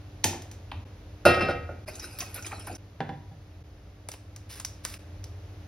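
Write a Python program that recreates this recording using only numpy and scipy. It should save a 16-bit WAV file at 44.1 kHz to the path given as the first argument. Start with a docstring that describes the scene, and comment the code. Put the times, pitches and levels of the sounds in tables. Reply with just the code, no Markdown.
"""A steel pot clangs onto the grate of a gas hob, its thin wall ringing as it rocks and settles. Tea is being
made in a small hard-walled kitchen, heard from above by a phone's two microphone ports. First a spark lighter
snaps and the gas catches; after the pot lands, water glugs into it from a crackling plastic bottle, a mug is
put on the stone counter and a foil tea sachet is torn open. A motor and the mains hum in the background."""
import sys
import numpy as np
from scipy import signal
from scipy.fft import rfft, irfft, next_fast_len
from scipy.io import wavfile
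from scipy.ndimage import uniform_filter1d, map_coordinates

SR = 44100
rng = np.random.default_rng(int(sys.argv[2]) if len(sys.argv) > 2 else 0)


def to_wav(sig):
    """Store sig (one row per channel, or 1-D mono) as 16-bit WAV at the path in sys.argv[1].

    Samples outside -1..1 are clipped; the rate is SR.
    """
    pcm = np.clip(np.atleast_2d(sig), -1, 1) * 32767
    pcm = np.round(pcm).astype(np.int16)
    wavfile.write(sys.argv[1], SR, pcm.T)  # frames by channels


N = 250070
TIME, RING_TIME = np.arange(N) / SR, np.arange(SR) / SR  # the whole scene; one second for a ring-out


# the pot lands and rocks on the grate: t/s, then relative level/dB of wall, base, hob, scrape
POT_HITS = [(1.2524, -24.5, -10.5, -21, -16.5), (1.2616, -24.5, -12.5, -26.5, -21.5),
            (1.279, -27.5, -30.5, -44.5, -28), (1.371, -55, -24.5, -37, -56),
            (1.4087, -31, -24.5, -25, -42), (1.4862, -41, -21, -31, -44), (1.691, -80, -37, -42.5, -70)]
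# modes of the pot's wall, and of its base pressed on the grate: f/Hz, level/dB, t60/s
WALL_MODES = [(991, -17, .4), (1082, -10, 0.55), (1275, 2.5, 0.77), (1378, -12, .6), (1553, -9, 0.7),
              (1625, -9.5, 0.8), (1877, -1.5, 0.8), (1981, -14, 0.6), (2099, -9.5, 0.9), (2363, -9, 1.1),
              (2406, -10, 0.6), (2470, -5, 0.35), (2686, 4, 0.5), (2794, -10, 0.27), (3018, -17, .8),
              (3095, -13, .55), (3208, -12, 0.5), (3370, -17, .5), (3460, -17, .5), (3784, -9, 0.45),
              (3838, -13, .5), (4140, -5.5, 0.27), (4245, -11, 0.25), (4490, -13.5, .55), (4795, -18, .45),
              (4936, -18, .3), (5132, -6, 0.3), (5270, -11.5, 0.32), (5940, -18, 0.3), (8360, -22.5, 0.25),
              (9470, -13, 0.18)]
BASE_MODES = [(85.3, -15.5, 1.58), (354, -6.5, 0.36), (495, -8, 0.38), (563, 3.5, 0.13), (609, -4, 0.19),
              (699, -5, 0.22), (786, -9, .2), (870, -12, 0.13), (1428, -.5, 0.19), (1465, -5, 0.15)]
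# spectra of the hob's sheet-metal top, and of the pot scraping the grate: f/Hz, level/dB
HOB_SPECTRUM = [(40, -28.5), (90, 6), (200, -3), (340, 2), (420, -2.5), (580, -6.5), (760, -1),
                (1000, -23.5), (2000, -16), (6000, -53)]
SCRAPE_SPECTRUM = [(200, -28), (700, 15.5), (1500, -12), (2800, -8.5), (5300, -11), (7000, -15.5),
                   (10500, -9), (13000, -24.5), (16000, -17)]
def pot():
    """At the hob, each contact rings the pot's thin wall, its damped base and the metal top beneath."""
    times, wall_db, base_db, hob_db, scrape_db = np.transpose(POT_HITS)
    wall = amp(-5.5) * struck(WALL_MODES, times, wall_db, drift=4, twin_db=-9, split_hz=9.92)
    grate_damping = fade(np.maximum(RING_TIME - .28, 0), t60=1.8)  # sets in once the pot sits
    out = rattle(times[0])
    upper_modes = shimmer(count=40, low_hz=2195, octaves=1.6, t60=0.41)
    base = amp(-3.5) * struck(BASE_MODES, times, base_db, drift=3.13, twin_db=-16.5, split_hz=20)
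    add(out, times[0], wall * grate_damping + base)
    for s, ring_db, boom_db, grit_db in zip(times, wall_db, hob_db, scrape_db):
        add(out, s, amp(ring_db - 24) * upper_modes)
        add(out, s, amp(boom_db) * dying(HOB_SPECTRUM, t60=0.42, attack=0.00065))
        add(out, s, amp(grit_db) * dying(SCRAPE_SPECTRUM, t60=0.13, attack=0.00033))
    return in_kitchen(out, wet_db=-10, apart_db=-3.5)


def struck(modes, times, levels_db, drift, twin_db, split_hz):
    """Every contact feeds the modes; each beats against a close twin and wanders as the pot rocks."""
    t = RING_TIME
    out = np.zeros(len(t))
    for hz, db, t60 in modes:
        energy, decay = np.zeros(len(t)), fade(t, t60) ** 2
        for s, level_db in zip(times, levels_db):
            add(energy, s - times[0], amp(db + level_db + rng.standard_normal()) ** 2 * decay)
        phase = 2 * np.pi * (hz * t + rng.random())
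        phase += drift * np.cumsum(rng.standard_normal(len(t))) / np.sqrt(SR)
        beat = 2 * np.pi * (split_hz * rng.uniform(.5, 2.5) * t + rng.random())
        out += np.sqrt(energy) * (np.sin(phase) + amp(twin_db) * np.sin(phase + beat))
    onset, release = 1 - np.exp(-t / 0.0008), np.minimum(10 * (1 - t), 1)
    return out * onset * release


def shimmer(count, low_hz, octaves, t60):
    """The many fine upper modes of the pot's wall ring as one."""
    place, life = rng.random((2, count))
    hz = low_hz * 2 ** (octaves * (np.arange(count) + place) / count)
    modes = np.transpose([hz, along(SCRAPE_SPECTRUM, hz), t60 * (.5 + life)])
    return ring(modes, attack=0.0011)


# steel touching iron: f/Hz, level/dB
RATTLE_SPECTRUM = [(300, -13.5), (700, 6.5), (1500, 3.5), (2300, 2.5), (3300, -1), (4300, -7.5), (5400, -5),
                   (7000, -20.5), (10000, -18), (15000, -40.5)]
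def rattle(s):
    """From time s the base chatters on the grate in quick uneven contacts, until it sits."""
    impacts = grains(rate=220, spread_db=4)
    contact = dying(RATTLE_SPECTRUM, t60=.025, attack=0.00027)
    chatter = unit(signal.fftconvolve(impacts, contact)[:N])
    return amp(-33) * chatter * swell(s, rise=.003, hold=.26, t60=0.13, sag_db_per_s=45)


POUR_START_S, CUTOFF_S, GLUG_RISE_S, GLUG_T60_S = 1.865, 2.768, 0.015, 0.055
# glugs: t/s, length/s, relative level/dB of spray, churn, bubbles, f/Hz of first and last bubbles
GLUGS = [(1.869, .012, -44, -40.5, -39.5, 880, 650), (2.016, 0.022, -42.5, -46, -48, 2198, 1210),
         (2.196, 0.017, -44.5, -37.5, -34, 2920, 1880), (2.342, 0.036, -53, -42, -38, 2480, 1520),
         (2.443, 0.019, -45, -47, -42, 2460, 1800), (2.505, 0.023, -56, -44.5, -37, 2000, 1180),
         (2.663, 0.0093, -60, -39, -38.5, 1680, 990), (2.692, 0.04, -72, -57, -40, 560, 287)]
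# spectra of the spray and of the water churning in the pot: f/Hz, level/dB
SPRAY_SPECTRUM = [(1000, -17), (3500, -2), (5500, 7.5), (7000, -2), (9500, 3), (11000, 0.5), (12500, -7.5),
                  (15500, -5), (17000, -30)]
CHURN_SPECTRUM = [(120, -2.5), (280, 10.5), (750, -0.5), (1100, -16), (1500, 2.5), (1900, -11), (2500, 4.5),
                  (3400, -22), (6000, -29)]
# single large air pockets plop: t/s, level/dB, f/Hz
PLOPS = [(1.881, -29, 615), (2.043, -32, 1480), (2.391, -32.5, 1440), (2.447, -28, 2370),
         (2.519, -27, 2360), (2.527, -31.5, 780), (2.53, -32, 1310), (2.672, -35, 860), (2.697, -30, 730),
         (2.708, -38, 287)]
# the bottle's wall snaps as air gulps in: t/s, level/dB, f/Hz
BOTTLE_SNAPS = [(1.954, -38.5, 6950), (1.996, -35, 5750), (2.187, -30.5, 14400), (2.204, -28.5, 6070),
                (2.343, -32, 11200), (2.361, -37, 12700), (2.424, -38.5, 6500), (2.465, -34.5, 6900),
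                (2.595, -40.5, 8750), (2.670, -37.5, 10700), (2.75, -41, 6070)]
def water():
    """The stream sprays and churns in the pot, trapping air and ringing steel; the bottle crackles."""
    spray, churn = flow(stream_spray_db=-54.5, stream_churn_db=-51.5)
    droplets = coloured(grains(rate=4800, spread_db=3), SPRAY_SPECTRUM)
    out = amp(0.5) * spray * patchy(droplets, depth_db=7)
    out += amp(-14) * spray * froth(low_hz=3800, octaves=1.7, cycles=70, count=450)
    slosh = coloured(grains(rate=4500, spread_db=0), CHURN_SPECTRUM)
    out += amp(-4.5) * churn * patchy(slosh, depth_db=2.5)
    out += amp(-8.5) * churn * froth(low_hz=531, octaves=2.6, cycles=76, count=260)
    steel = ring(WALL_MODES, attack=.001) * fade(RING_TIME, t60=0.17)  # water damps the wall
    patter = spray * grains(rate=SR, spread_db=4.5)
    out += amp(-13) * signal.fftconvolve(patter, steel / np.linalg.norm(steel))[:N]
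    for s, length, _, _, bubbles_db, first_hz, last_hz in GLUGS:
        add(out, s, amp(bubbles_db) * plunge(length, first_hz, last_hz, count=22, scatter_octaves=0.505))
    for s, db, hz in PLOPS:
        add(out, s, amp(db) * bubble(hz, cycles=38.6, rise=0.075))
    for s, db, hz in BOTTLE_SNAPS:
        add(out, s, amp(db) * snap(hz, t60=0.058, focus_db=16.5))
    # the water's sound, echo included, is cut off abruptly
    cutoff = fade(np.maximum(TIME - CUTOFF_S, 0), t60=0.074)
    return in_kitchen(out, wet_db=-7.5, apart_db=-4.5) * cutoff


def flow(stream_spray_db, stream_churn_db):
    """Strength of spray and churn: an even stream, with a surge as each slug of water lands."""
    stream = swell(POUR_START_S, GLUG_RISE_S, CUTOFF_S - POUR_START_S, GLUG_T60_S)
    spray, churn = amp(stream_spray_db) * stream, amp(stream_churn_db) * stream
    for s, length, spray_db, churn_db, *_ in GLUGS:
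        surge = swell(s, GLUG_RISE_S, length, GLUG_T60_S)
        spray = np.hypot(spray, amp(spray_db) * surge)
        churn = np.hypot(churn, amp(churn_db) * surge)
    return spray, churn


def plunge(length, first_hz, last_hz, count, scatter_octaves):
    """A slug of water drives air under: small bubbles ring first, larger, lower ones as it sinks."""
    out = np.zeros(SR // 3)
    depths = (np.arange(count) + rng.random(count)) / count
    for depth, detune in zip(depths, rng.standard_normal(count)):
        hz = first_hz * (last_hz / first_hz) ** depth * 2 ** (scatter_octaves * detune)
        add(out, GLUG_RISE_S / 2 + depth * length, bubble(hz, cycles=20, rise=0.061))
    return out


def froth(low_hz, octaves, cycles, count):
    """A swarm of small bubbles through the pour, at rms 1 while it lasts."""
    out = np.zeros(N)
    length = CUTOFF_S - POUR_START_S
    for when, faintness, pitch in rng.random((count, 3)):
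        hz = low_hz * 2 ** (octaves * pitch)
        add(out, POUR_START_S + when * length, amp(-20 * faintness) * bubble(hz, cycles, rise=0.032))
    return unit(out) * np.sqrt(length / (N / SR))


def bubble(hz, cycles, rise):
    """An air pocket rings and climbs in pitch as it nears the surface."""
    life = cycles / hz
    t = RING_TIME[:int(life * SR) + 1]
    pitch = hz * (1 + rise * t / life)
    return np.sin(2 * np.pi * np.cumsum(pitch) / SR) * fade(t, life) * (1 - np.exp(-t * hz))


# clicks at the burner: t/s, relative level/dB of the click, level/dB of the hob's thump
LIGHTER_CLICKS = [(0.241, -21.5, -23.5), (0.4198, -50, -55), (.513, -50, -50)]
# light knocks of the lighter against the burner: t/s, level/dB, f/Hz, level/dB of the hob's thump
LIGHTER_TAPS = [(.3305, -34, 750, -34), (.7152, -35.5, 3300, -66), (.718, -30.5, 950, -58)]
# spectra of a click and of a knock: f/Hz, level/dB
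SPARK_SPECTRUM = [(100, -24), (500, -9), (900, -6), (1400, -12), (1900, -1.5), (3200, -0.5), (4800, -3),
                  (6200, 5.5), (7500, -2), (8800, -2.5), (11500, -10), (15300, -6), (17000, -24.5)]
TAP_SPECTRUM = [(200, -5), (500, -6), (850, 0.5), (1400, -5.5), (2500, -2), (4200, -9), (7000, -31),
                (10000, -20), (15000, -47)]
# modes of the lighter's barrel: f/Hz, level/dB, t60/s
BARREL_MODES = [(871, 2, 0.05), (1800, 2, 0.018), (2750, 3, .015), (5900, 7, .012)]
def lighter():
    """At the burner a trigger squeaks; the spring hammer snaps, rings the barrel and jolts the hob."""
    out = np.zeros(N)
    squeak = dying(SPARK_SPECTRUM, t60=.04, attack=0.00144, focus=(4300, .2, 20))
    add(out, .236, amp(-33) * squeak)  # just before the hammer trips
    for s, db, _ in LIGHTER_CLICKS:
        add(out, s, amp(db + 10) * dying(SPARK_SPECTRUM, t60=0.03, attack=0.00034))
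        add(out, s, amp(db - 5) * ring(BARREL_MODES, attack=0.0018))
    for s, db, hz, _ in LIGHTER_TAPS:
        add(out, s, amp(db) * dying(TAP_SPECTRUM, t60=0.029, attack=0.0004, focus=(hz, .8, 14)))
    for s, *_, thump_db in LIGHTER_CLICKS + LIGHTER_TAPS:
        add(out, s, amp(thump_db) * dying(HOB_SPECTRUM, t60=0.14, attack=0.0056))
    return in_kitchen(out, wet_db=-3.5, apart_db=-7.5)


# the mug meets the counter: t/s, then relative level/dB of ring, clack, thud
MUG_HITS = [(3.0042, -26.5, -25.5, -29), (3.091, -31.5, -34, -33), (3.124, -39, -49, -38.5),
            (3.312, -49.5, -68.5, -40.5)]
# modes of the mug and of the slab under it: f/Hz, level/dB, t60/s
MUG_MODES = [(242, -9, 0.23), (298, -14.5, 0.3), (386, -17, .17), (505, -12.5, 0.22), (787, 4, 0.051),
             (967.5, -9.5, 0.26), (1690, -8, 0.052), (2810, -19, 0.055), (3464, -14, 0.066)]
COUNTER_MODES = [(152.4, 4, 0.087)]
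# the mug's clack on stone: f/Hz, level/dB
CLACK_SPECTRUM = [(100, -7), (400, 6), (800, 6.5), (1200, -8.5), (1700, 4), (2300, -7.5), (3500, -10.5),
                  (5000, -20.5), (8000, -31.5), (15000, -54)]
def mug():
    """On the counter, the mug lands on one edge and settles; the stone answers with a dull thud."""
    out = np.zeros(N)
    for s, ring_db, clack_db, thud_db in MUG_HITS:
        add(out, s, amp(ring_db) * ring(MUG_MODES, attack=0.0038))
        add(out, s, amp(clack_db + 0.5) * dying(CLACK_SPECTRUM, t60=0.044, attack=0.00034))
        add(out, s, amp(thud_db + 13) * ring(COUNTER_MODES, attack=0.023))
    return in_kitchen(out, wet_db=-6)


# the sachet is torn, the bag slides out, the wrapper is pulled away: t/s, length/s, level/dB
SACHET_PULLS = [(4.109, 0.01, -49), (4.49, 0.11, -45), (4.833, 0.1, -45)]
# creases snap: t/s, level/dB and f/Hz of the crack, level/dB and f/Hz of the panel's pop
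CREASE_SNAPS = [(4.0874, -29, 8000, -34, 600), (4.1162, -34.5, 6300, -49, 900),
                (4.138, -40, 2830, -40, 800), (4.362, -37, 6460, -50, 1200),
                (4.599, -30.5, 7360, -39, 1210), (4.6485, -22.5, 6000, -48, 1500),
                (4.8501, -22.5, 7050, -30.5, 1500), (4.9395, -34.5, 2550, -47, 1200),
                (5.2408, -36, 5800, -65, 1200)]
# spectra of a thin sheet crackling and of its panel popping: f/Hz, level/dB
CRACKLE_SPECTRUM = [(150, 1.5), (600, -4.5), (1800, 4), (3500, 3), (5500, 6), (7000, -0.5), (9300, 5.5),
                    (11000, 1), (14000, -5), (15700, 2), (17000, -12)]
POP_SPECTRUM = [(200, -19.5), (500, -1.5), (750, -2), (1200, -3.5), (1800, -5.5), (3000, -6), (8000, -19)]
def sachet():
    """Creases snap and pop the foil panel over the fine crackle of tearing and sliding."""
    pull = sum(amp(db) * swell(s, rise=0.012, hold=length, t60=0.12, sag_db_per_s=42)
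               for s, length, db in SACHET_PULLS)
    out = pull * coloured(grains(rate=3600, spread_db=1.5), CRACKLE_SPECTRUM)
    for s, db, hz, pop_db, pop_hz in CREASE_SNAPS:
        add(out, s, amp(db) * snap(hz, t60=0.024, focus_db=11))
        add(out, s, amp(pop_db) * dying(POP_SPECTRUM, t60=0.031, attack=0.00085, focus=(pop_hz, .8, 9)))
    return in_kitchen(out, wet_db=-9)


def snap(hz, t60, focus_db):
    """A thin plastic sheet buckles: a crack that is strongest around the pitch of the panel."""
    return dying(CRACKLE_SPECTRUM, t60, attack=.0001, focus=(hz, .33, focus_db))


# the flame's low flutter: f/Hz, level/dB
FLAME_SPECTRUM = [(25, -28), (50, -5), (90, 21.5), (130, -15), (250, 1), (1000, -71), (4000, -70)]
def flame():
    """At the burner, the gas catches in one soft puff."""
    puff = swell(s=0.71, rise=0.048, hold=0, t60=0.65)
    return amp(-37) * puff * coloured(rng.standard_normal(N), FLAME_SPECTRUM)


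# the hum's tones, from a motor and the mains, and the spectrum of the room tone: f/Hz, relative level/dB
HUM_TONES = [(86, -53.5), (100, -52), (300.5, -63.5), (403, -76.5), (590, -76.5)]
ROOM_SPECTRUM = [(22, -55), (32, -19.5), (45, 5), (75, 4), (95, 6), (125, -3.5), (200, -9), (250, -13),
                 (600, -14), (1000, -22.5), (3000, -28.5), (6500, -34), (8200, -53), (11000, -38.5),
                 (14000, -49.5), (15500, -46.5)]
# slow rise and fall of both: t/s, level/dB
BACKGROUND_LEVEL = [(0, 3), (2.4, 2), (2.9, 0), (4.2, -0.5), (4.8, 2.5), (5.67, 3.5)]
def background():
    """Behind everything a hum of motor and mains wavers over the room tone, whose lows reach both ports alike."""
    hum = np.zeros(N)
    for hz, db in HUM_TONES:
        peak = np.sqrt(2) * amp(db + 2.7 * wobble(rate=2.8))
        hum += peak * np.sin(2 * np.pi * hz * TIME + .5 * wobble(rate=3.7))
    common, apart = coloured(rng.standard_normal((2, N)), ROOM_SPECTRUM)
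    apart = filtered(apart, lambda hz: amp(-3.5) * above(hz, corner_hz=450))
    room_tone = amp(-50) * np.array([common + apart, common - apart])
    level_db = np.interp(TIME, *np.transpose(BACKGROUND_LEVEL))
    return amp(level_db) * (hum + room_tone)


# reverberation between the kitchen's hard walls: f/Hz, t60/s
KITCHEN_DECAY = [(100, 0.56), (500, 0.48), (2000, 0.47), (6000, 0.36), (15000, 0.27)]
def in_kitchen(x, wet_db, apart_db=-7):
    """Direct sound plus the walls' answer, which two ports close together hear alike in the bass."""
    hz, t, noise = signal.stft(rng.standard_normal((2, SR * 3 // 4)), SR, nperseg=256)
    decay = fade(t, along(KITCHEN_DECAY, hz)[:, None])
    common, apart = signal.istft(noise * decay, SR, nperseg=256)[1]
    apart = filtered(apart, lambda f: amp(apart_db) * above(f, corner_hz=230))
    onset = 1 - np.exp(-np.arange(len(common)) / SR / 0.00069)
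    tails = np.array([common + apart, common - apart]) * onset
    reverb = signal.fftconvolve(x[None], tails / np.linalg.norm(tails[0]), axes=1)[:, :N]
    return x + amp(wet_db) * reverb


def ring(modes, attack):
    """Separate modes, struck at slightly new strengths each time."""
    hz, db, t60 = np.transpose(modes)[..., None]
    size = amp(db + rng.standard_normal(hz.shape))
    waves = np.sin(2 * np.pi * (hz * RING_TIME + rng.random(hz.shape))) * fade(RING_TIME, t60)
    return (size * waves).sum(0) * (1 - np.exp(-RING_TIME / attack))


def dying(spectrum, t60, attack, focus=(1, 1, 0)):
    """A dying noise burst with a smooth spectrum, lifted at a focus (f/Hz, width/octaves, lift/dB)."""
    t = RING_TIME[:next_fast_len(int(2 * t60 * SR) + 512, real=True)]
    hz = np.fft.rfftfreq(len(t), 1 / SR)
    centre, width, lift = focus
    bump_db = lift * np.exp(-(np.log2((hz + 1) / centre) / width) ** 2)
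    gain = amp(along(spectrum, hz) + bump_db)
    onset = 1 - np.exp(-t / attack)
    shape = onset * fade(t, t60)
    x = rng.standard_normal(len(t)) * shape
    for _ in range(2):  # impose the spectrum, then confine the burst in time again
        phases = np.exp(1j * np.angle(rfft(x)))
        x = irfft(gain * phases, len(t)) * onset * np.exp(-(t / t60) ** 2)
    return x * np.linalg.norm(shape) / np.linalg.norm(x)


def grains(rate, spread_db):
    """Random tiny impacts of uneven size, rate a second."""
    hits = rng.random(N) < rate / SR
    return hits * rng.standard_normal(N) * amp(spread_db * rng.standard_normal(N))


def patchy(x, depth_db):
    """x with random swells a few hundred Hz wide and some 30 ms long, at rms 1."""
    spectra = signal.stft(x, nperseg=512)[2]
    field = uniform_filter1d(rng.standard_normal(spectra.shape), size=5, axis=0)
    field = unit(uniform_filter1d(field, size=6, axis=1))
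    return unit(signal.istft(spectra * amp(depth_db * field), nperseg=512)[1][:N])


def swell(s, rise, hold, t60, sag_db_per_s=0):
    """A gain per sample: rises from time s, holds while it sags, then dies away."""
    t = np.maximum(TIME - s, 0)
    return np.minimum(t / rise, 1) * amp(-sag_db_per_s * t) * fade(np.maximum(t - rise - hold, 0), t60)


def fade(t, t60):
    """Free decay, 60 dB in t60."""
    return np.exp(-np.log(1000) * t / t60)


def wobble(rate):
    """A smooth random curve with rate knots a second."""
    return map_coordinates(rng.standard_normal(int(N * rate / SR) + 4), [TIME * rate])


def coloured(x, spectrum):
    """x shaped by the given spectrum, at rms 1."""
    return unit(filtered(x, lambda hz: amp(along(spectrum, hz))))


def filtered(x, response):
    """x through a frequency response."""
    n = x.shape[-1]
    padded = next_fast_len(n + 8192)
    return irfft(rfft(x, padded) * response(np.fft.rfftfreq(padded, 1 / SR)), padded)[..., :n]


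def above(hz, corner_hz):
    """Gain of a second-order high-pass."""
    return hz ** 2 / (hz ** 2 + corner_hz ** 2)


def along(points, hz):
    """(f/Hz, value) points read on a log axis."""
    freqs, values = np.transpose(points)
    return np.interp(np.log(hz + 1), np.log(freqs + 1), values)


def amp(db):
    """Decibels to gain."""
    return 10 ** (np.asarray(db) / 20)


def unit(x):
    """Scale to rms 1."""
    return x / np.sqrt(np.mean(x ** 2) + 1e-20)


def add(track, s, sound):
    """Mix a sound in at time s."""
    span = track[round(s * SR):][:len(sound)]
    span += sound[:len(span)]


# phase by which the left microphone port leads the right: f/Hz, lead/rad
PORT_LEAD = [(100, 0), (1600, 0), (2760, .4), (3300, 1.7), (3790, .3), (4310, 1), (5000, -.1), (6000, 1.3),
             (7060, 2.9), (8800, 3.7), (10100, 5.9), (12100, 6.7), (13200, 9), (15600, 10)]
def scene():
    """The kitchen from above; the phone's body shifts phase between ports and tips the mids right."""
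    mix = lighter() + flame() + pot() + water() + mug() + sachet() + background()
    balance = [(120, 0), (300, -.6), (1200, -.9), (2500, 0)]  # left over right: f/Hz, level/dB
    side = np.array([[.5], [-.5]])
    return filtered(mix, lambda hz: np.exp(1j * side * along(PORT_LEAD, hz))
                    * amp(side * along(balance, hz)))


# brief dips in level: t/s
DIP_TIMES = [.847, 1.855, 2.776, 3.634, 4.984]
def record(dry):
    """The level dips briefly a few times; the phone rounds off high peaks and cuts the top treble."""
    ceiling, top_hz = .9, 16100
    dips = 1 - sum(.9 * np.exp(-((TIME - s) / .006) ** 2) for s in DIP_TIMES)
    limited = dry / (1 + np.abs(dry / ceiling) ** 6) ** (1 / 6)
    return filtered(dips * limited, lambda hz: 1 / (1 + (hz / top_hz) ** 80))


dry = scene()
out = record(dry)
to_wav(out)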